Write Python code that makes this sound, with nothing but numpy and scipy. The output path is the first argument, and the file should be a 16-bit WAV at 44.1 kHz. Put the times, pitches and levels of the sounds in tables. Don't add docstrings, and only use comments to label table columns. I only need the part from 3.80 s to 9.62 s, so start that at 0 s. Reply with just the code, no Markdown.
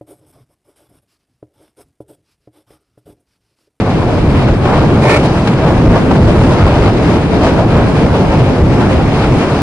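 import sys
import numpy as np
from scipy import signal
from scipy.fft import rfft, irfft, next_fast_len
from scipy.io import wavfile
from scipy.ndimage import uniform_filter1d

SR = 44100
rng = np.random.default_rng(int(sys.argv[2]) if len(sys.argv) > 2 else 0)


def to_wav(s):
    ch = np.atleast_2d(s).T
    pcm = np.round(np.clip(ch, -1, 1) * 32767)
    wavfile.write(sys.argv[1], SR, pcm.astype(np.int16))


def invert_db(x):
    u = np.asarray(x, float) / 20
    return 10 ** u


N = 256650
SIZE = next_fast_len(N)
HZ = np.maximum(np.arange(SIZE // 2 + 1) * SR / SIZE, 1)


def unit(x):
    return x / np.sqrt(np.mean(x ** 2))


def to_sound(spectrum):
    return irfft(spectrum, SIZE)[..., :N]


def over_time(table):
    s, *columns = np.transpose(table)
    return [np.interp(np.arange(N) / SR, s, column) for column in columns]


def over_hz(table):
    hz, *columns = np.transpose(table)
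    return [np.interp(np.log(HZ), np.log(hz), column) for column in columns]


def swells(times, lengths, db):
    t = np.arange(0, N, 64) / SR
    bells = np.exp(-((t - np.c_[times]) / np.maximum(np.c_[lengths], .01)) ** 2)
    return np.interp(np.arange(N) / SR, t, db @ bells)


def walk(rate):
    hold = int(SR / rate)
    steps = np.repeat(rng.standard_normal(N // hold + 1), hold)
    return unit(uniform_filter1d(uniform_filter1d(steps, hold), hold)[:N])


def resonance(hz, width):
    return 1 / (1 + 1j * (HZ - hz ** 2 / HZ) / width)


def grit(per_s, spread_db, share):
    sizes = np.minimum(rng.exponential(size=(3, N)), 3.5)
    chips = (rng.random((3, N)) < per_s / SR) * invert_db(spread_db * sizes)
    slide = rng.standard_normal((3, N))
    return rfft(slide + share * unit(chips * np.sign(slide)), SIZE)


def at_ports(streams, ports):
    likeness, lead, pan_db = over_hz(ports)
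    paths = np.array([np.ones_like(lead), np.exp(1j * lead)])
    shared = np.sqrt(likeness) * streams[0] * paths
    separate = np.sqrt(1 - likeness) * streams[1:]
    return (shared + separate) * invert_db(np.array([pan_db, -pan_db]) / 2)


# (frequency [Hz], level [dB per Hz])
WIND_COLOUR = [(20, -9), (70, 0), (220, 5.5), (430, 3), (600, -0.5), (1200, -8.5), (2500, -20), (5000, -41)]
# (time [s], length [s], level [dB])
LULLS = [
    (0.05, .1, -10),
    (1.355, 0.11, -11),
    (1.643, 0.095, -8.5),
    (2.9, 0.047, -5),
    (3.4, .05, -1),
    (3.68, .06, -2),
    (5.397, 0.055, -12),
    (5.75, .1, -9),
]
# (time [s], shaking of the frame [dB], pressure of the runners on the ice [dB])
RIDE = [(0.0, -2, -0.5), (0.25, -2, -3.5), (0.55, 1, -1.5), (0.8, -2, -4), (1.1, 1.5, -1.5), (1.5, -0.5, 1),
        (1.75, -2, -1.5), (2.05, 2, -0.7), (2.4, 4.5, -1), (2.7, 3, 2), (3.1, 1, 1), (3.45, 0.5, -1),
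        (3.75, 0, 0), (4.2, 1, 0), (4.6, 0.5, -0.5), (4.9, 1.5, -1), (5.4, -0.5, -0.2), (5.82, -3, 2.5)]


def wind():
    level_db, follows_shake = -24.8, 0.49
    eddies = to_sound(rfft(rng.standard_normal((2, N)), SIZE) * invert_db(over_hz(WIND_COLOUR)[0]))
    gusts = np.array([walk(25.26), walk(24.85)])
    shake_db = over_time(RIDE)[0]
    db = level_db + follows_shake * shake_db + swells(*np.transpose(LULLS)) + 3.0 + 2.16 * gusts
    return unit(eddies) * invert_db(db)


# (frequency [Hz], likeness [0-1], right leads [rad], left minus right [dB])
PORTS = [(500, .997, 0, .5), (1000, .93, .1, .9), (1500, .7, .15, 2.5), (1800, .5, .6, 2.8),
         (2400, .55, 1.6, -.5), (2800, .5, 2.1, -.5), (3500, .55, 3.0, 4.5), (4200, .1, 4.5, 5),
         (5000, .35, 6.4, 6), (6200, .4, 10.4, 4.5), (7300, .25, 9.4, 3), (8500, .1, 9.2, 1.7),
         (11000, .1, 8, 1.8)]
# (frequency [Hz], level [dB per Hz])
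STEEL = [(110, 3), (180, -4), (303, -2.5), (400, -5.5), (801, -11.5), (1910, -24), (2350, -22.5),
         (3820, -30), (4870, -33.5), (7390, -43.5), (10300, -47.5), (11400, -52.5), (14800, -90),
         (22000, -120)]
# (time [s], peak above 1.5 kHz [dB], knock below it relative [dB], length [s])
BUMPS = [(0.101, -11, 8, 0.0072), (0.215, -18.5, 15, 0.023), (0.55, -16, 15, 0.0067),
         (0.599, -25, 25, 0.011), (0.615, -23, 22.5, 0.012), (0.765, -20, 0, 0.0079),
         (0.852, -7.5, 15, 0.0079), (0.93, -17.5, -3, 0.028), (1.2484, -8, -2, 0.018),
         (1.671, -3.5, 5, 0.013), (1.73, -13, -23, 0.013), (2.158, -11.5, 19, 0.0061),
         (2.307, -9, 17, 0.012), (2.35, -13, 12, 0.018), (2.413, -10, 12, 0.011), (2.525, -15, -6, 0.0058),
         (2.876, -10, 10, 0.0089), (3.055, -12.5, 16, 0.02), (3.1283, -25, 1, 0.0058),
         (3.166, -18, 7, 0.0072), (3.633, -15, 20, 0.012), (4.002, -18, 13, 0.011), (4.347, -15, 20, 0.012),
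         (4.495, -17, 13, 0.01), (4.6693, -30, 1, 0.0092), (4.93, -18, -5, 0.014), (5.122, -15, 12, 0.01),
         (5.437, -14, 18.5, 0.0091), (5.517, -15, 2, 0.01)]


def bumps():
    contact = at_ports(grit(per_s=1500, spread_db=8.0, share=0.8), PORTS) * invert_db(over_hz(STEEL)[0])
    below = 1 / (1 + (HZ / 1500) ** 4)
    no_rumble = 1 / (1 + (450 / HZ) ** 4)
    knock = unit(to_sound(contact * below * no_rumble))
    scrape = unit(to_sound(contact * (1 - below)))
    out = np.zeros((2, N))
    for s, db, knock_db, length in BUMPS:
        near = slice(int(s * SR), int((s + .12) * SR))
        age = np.arange(N)[near] / SR - s
        shape = (1 - np.exp(-age / .003)) * np.exp(-age / max(length, .002))
        hit = scrape[:, near] + invert_db(knock_db - 1) * knock[:, near]
        out[:, near] += invert_db(db - 12) * shape * hit
    return out


def ringing(modes):
    response = 0
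    for k, (hz, width, db) in enumerate(modes):
        response = response + invert_db(db) * resonance(hz, width) ** 2 * (-1) ** k
    return response


# (start [s], length [s], groan [dB], squeal [dB], spray [dB])
GRABS = [
    (1.215, 0.027, -16.5, -23, -29),
    (1.243, .02, -9.5, -24, -32),
    (1.264, 0.026, -10, -17, -28),
    (1.289, 0.061, -9.5, -12, -22),
    (1.355, .02, -11, -15.5, -24.5),
    (1.382, 0.027, -18, -38, -38),
    (1.428, 0.034, -17, -33, -30.5),
]


def grip():
    rise_s, fall_s = 0.0066, .006
    t, out = np.arange(N) / SR, 0
    for s, length, *db in GRABS:
        rise = np.clip((t - s) / rise_s, 0, 1)
        fall = np.exp(-np.maximum(t - s - length, 0) / fall_s)
        out = np.maximum(out, np.c_[invert_db(np.array(db))] * rise * fall)
    return out


# (frequency [Hz], width [Hz], level [dB])
SKID_BODY = [(400, 200, 0), (590, 200, -1), (860, 280, -4), (1100, 250, -10)]
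# (frequency [Hz], width [Hz], level [dB])
SKID_SQUEAL = [(1340, 300, -2), (1830, 200, 0), (2180, 280, 0), (2460, 240, -2)]
# (frequency [Hz], level [dB per Hz])
SPRAY = [(2000, -30), (2900, 0), (4200, -1), (5200, -6), (7000, -12), (10500, -14), (12000, -16)]
# (frequency [Hz], likeness [0-1], right leads [rad], left minus right [dB])
SKID_PORTS = [(400, .99, -.1, 0), (1000, .82, -.5, -.5), (1400, .4, .3, 1.5), (1750, .92, 1.2, 1.7),
              (2600, .9, 1.5, -4.5), (3500, .7, 3.2, 1.5), (4500, .15, 4, 3.7), (11000, .2, 9, 1)]


def skid():
    contact = at_ports(grit(per_s=1800, spread_db=4.0, share=.6), SKID_PORTS)
    colours = ringing(SKID_BODY), ringing(SKID_SQUEAL), invert_db(over_hz(SPRAY)[0])
    throb = invert_db(1.2 * walk(90))
    return throb * sum(unit(to_sound(contact * colour)) * gain for colour, gain in zip(colours, grip()))


# (time [s], thud [dB], boom [dB], drone [dB])
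JOLTS = [(0.11, -3, 2.5, -2), (0.5, 7, 4, 1), (0.71, 9.5, 1, 2), (0.99, 10.5, 2.5, 0), (1.2, 1, 3, 0),
         (1.28, -8, -1.5, -1.5), (1.58, 1, 3, -5), (1.7, -8, 1.5, 5.5), (1.88, -3, 5, 1), (2.08, 15, 4, 4),
         (2.2, -9, 1.5, -10), (2.3, -6, -0.5, 1), (2.45, 8, -1, 0), (2.65, 6.5, 2.5, 0.5),
         (2.76, -3, -4.5, -4), (2.84, 9.5, 5, -3), (3.04, 7.5, -0.5, 2.5), (3.3, -6, 4, 3),
         (3.5, 0, -4, 1.5), (3.62, 4, -9, 4), (3.96, 8.5, 3.5, 3), (4.11, -3, -6, 0.5), (4.21, 5.5, 3, 4.5),
         (4.4, -4, -0.8, 4.5), (4.49, 5.5, -6, -0.5), (4.6, -2, 5.5, 2), (4.75, -10, -3.5, -1.5),
         (4.83, 9, 3.5, 1), (5.54, 6, 6, 2.5), (5.63, -11, -5, 3.5)]


def jolt_db(column):
    rows = np.transpose(JOLTS)
    return swells(rows[0], 0.044 + 0 * rows[0], rows[column])


# (time [s], length [s], grind [dB], scrape and hiss [dB])
BITES = [(0.085, 0.036, 6, -0.5), (0.31, 0.045, 3.5, 1), (0.594, 0.032, 1, 2.5), (0.9, 0.053, 7, 3),
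         (0.99, 0.081, 6.5, 3.5), (1.523, 0.036, 4, 0), (1.7, 0.055, 2.5, 1.5), (1.904, 0.1, 4.5, 1.1),
         (2.155, 0.037, 6.5, 2), (2.502, 0.038, 3.5, 3), (2.615, 0.044, 1.5, 3.5), (2.88, 0.11, 3.5, 0.3),
         (3.083, 0.025, 4, 1.5), (3.288, 0.058, 3, 2.5), (3.634, 0.084, 4.5, 2.5),
         (3.807, 0.048, 4.5, -0.5), (4.197, 0.086, 3, 2), (4.396, 0.032, 0.5, 1), (4.586, .04, 1, 1),
         (4.836, .04, -4, -1.5), (5.096, 0.16, 2, 2), (5.38, 0.032, 3, 4.5), (5.58, 0.06, 0, 2),
         (5.698, .05, 0, .6), (4.005, .04, 1.5, -0.7), (2.724, .05, 0.5, .6)]
RUNNER_DB = [-16, -19, -28, -38]
FOLLOWS_SHAKE = [0.88, 0.18, .05, .05]
FOLLOWS_PRESSURE = [.1, .8, .9, 1.1]


def load():
    shake_db, pressure_db = over_time(RIDE)
    s, length, grind_db, treble_db = np.transpose(BITES)
    treble = swells(s, length, treble_db)
    events = np.array([jolt_db(column=3), swells(s, length, grind_db), treble, treble])
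    ride = np.c_[FOLLOWS_SHAKE] * shake_db + np.c_[FOLLOWS_PRESSURE] * pressure_db
    return np.c_[RUNNER_DB] + ride + events


# (from [Hz], to [Hz])
RUNNER_BANDS = [(220, 500), (500, 1300), (1500, 3500), (4000, 11000)]


def runners():
    colour = invert_db(over_hz(STEEL)[0])
    sound = at_ports(grit(per_s=2500, spread_db=3.5, share=0.59), PORTS) * colour
    rest_db = [10 * np.log10(np.sum(colour[(HZ > a) & (HZ < b)] ** 2)) for a, b in RUNNER_BANDS]
    load_db = load() - np.array(rest_db)[:, None]
    centres = np.log2([330, 800, 2300, 5500])
    chatter, out = walk(40), 0
    for octave in np.arange(7.5, 14, .5):
        window = np.clip(1 - 2 * np.abs(np.log2(HZ) - octave), 0, 1)
        weights = [np.interp(octave, centres, row) for row in np.eye(len(centres))]
        sharp = np.clip((octave - 8.2) / 0.7, 0, 1)
        db = weights @ load_db + sharp * 1.22 * chatter + 1.0 * walk(20)
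        out = out + to_sound(sound * window) * invert_db(db)
    return out * np.sqrt(SIZE / 2) * invert_db(-2.5)


# (frequency [Hz], level [dB per Hz])
THUD = [(8.8, -38), (15, -16.5), (118, 2.5), (200, -44), (260, -37), (440, -120)]


def frame():
    thud_db, boom_db, sway_db = -18.5, -13, -32.5
    boom_hz, boom_width_hz, sway_hz = 128, 100, 30
    shake_db = over_time(RIDE)[0]
    shake = rfft(rng.standard_normal((3, N)), SIZE)
    thud = to_sound(shake[0] * invert_db(over_hz(THUD)[0]) / (1 + (HZ / 90) ** 4))
    boom = to_sound(shake[1] * resonance(boom_hz, boom_width_hz) ** 1.636)
    sway = to_sound(shake[2] * resonance(sway_hz, sway_hz))
    thud = unit(thud) * invert_db(thud_db + shake_db + jolt_db(column=1))
    boom = unit(boom) * invert_db(boom_db + shake_db + jolt_db(column=2))
    return thud + boom + unit(sway) * invert_db(sway_db)


def scene():
    return wind() + bumps() + skid() + runners() + frame()


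# (frequency [Hz], level under the sound [dB])
BLUR = [(300, -34), (1500, -16), (4000, -8), (8000, -4), (12000, -3)]


def camera_haze(x):
    framing = dict(window="cosine", nperseg=4096)
    hz, s, frames = signal.stft(x, SR, **framing)
    blur_hz, blur_db = np.transpose(BLUR)
    blur_db = np.interp(np.log(hz + 1), np.log(blur_hz), blur_db)
    phase = np.exp(2j * np.pi * rng.random(frames.shape))
    blur = uniform_filter1d(np.abs(frames), size=31, axis=1) * phase
    edge = rng.uniform(11050, 11600, size=(2, 1, len(s)))
    kept = (frames + invert_db(blur_db)[:, None] * blur) * (hz[:, None] < edge)
    return signal.istft(kept, SR, **framing)[1][:, :N]


def top_cut(x):
    return signal.sosfilt(signal.butter(12, 11640, fs=SR, output="sos"), x)


def record(dry):
    drive_db, ceiling, knee, top_hz = 0.5, .74, 9.0, 11180
    x = dry * invert_db(drive_db) / ceiling
    x = ceiling * x / (1 + np.abs(x) ** knee) ** (1 / knee)
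    x = signal.sosfilt(signal.butter(8, top_hz, fs=SR, output="sos"), x)
    mix = camera_haze(x)
    return top_cut(mix)


dry = scene()
out = record(dry)
to_wav(out)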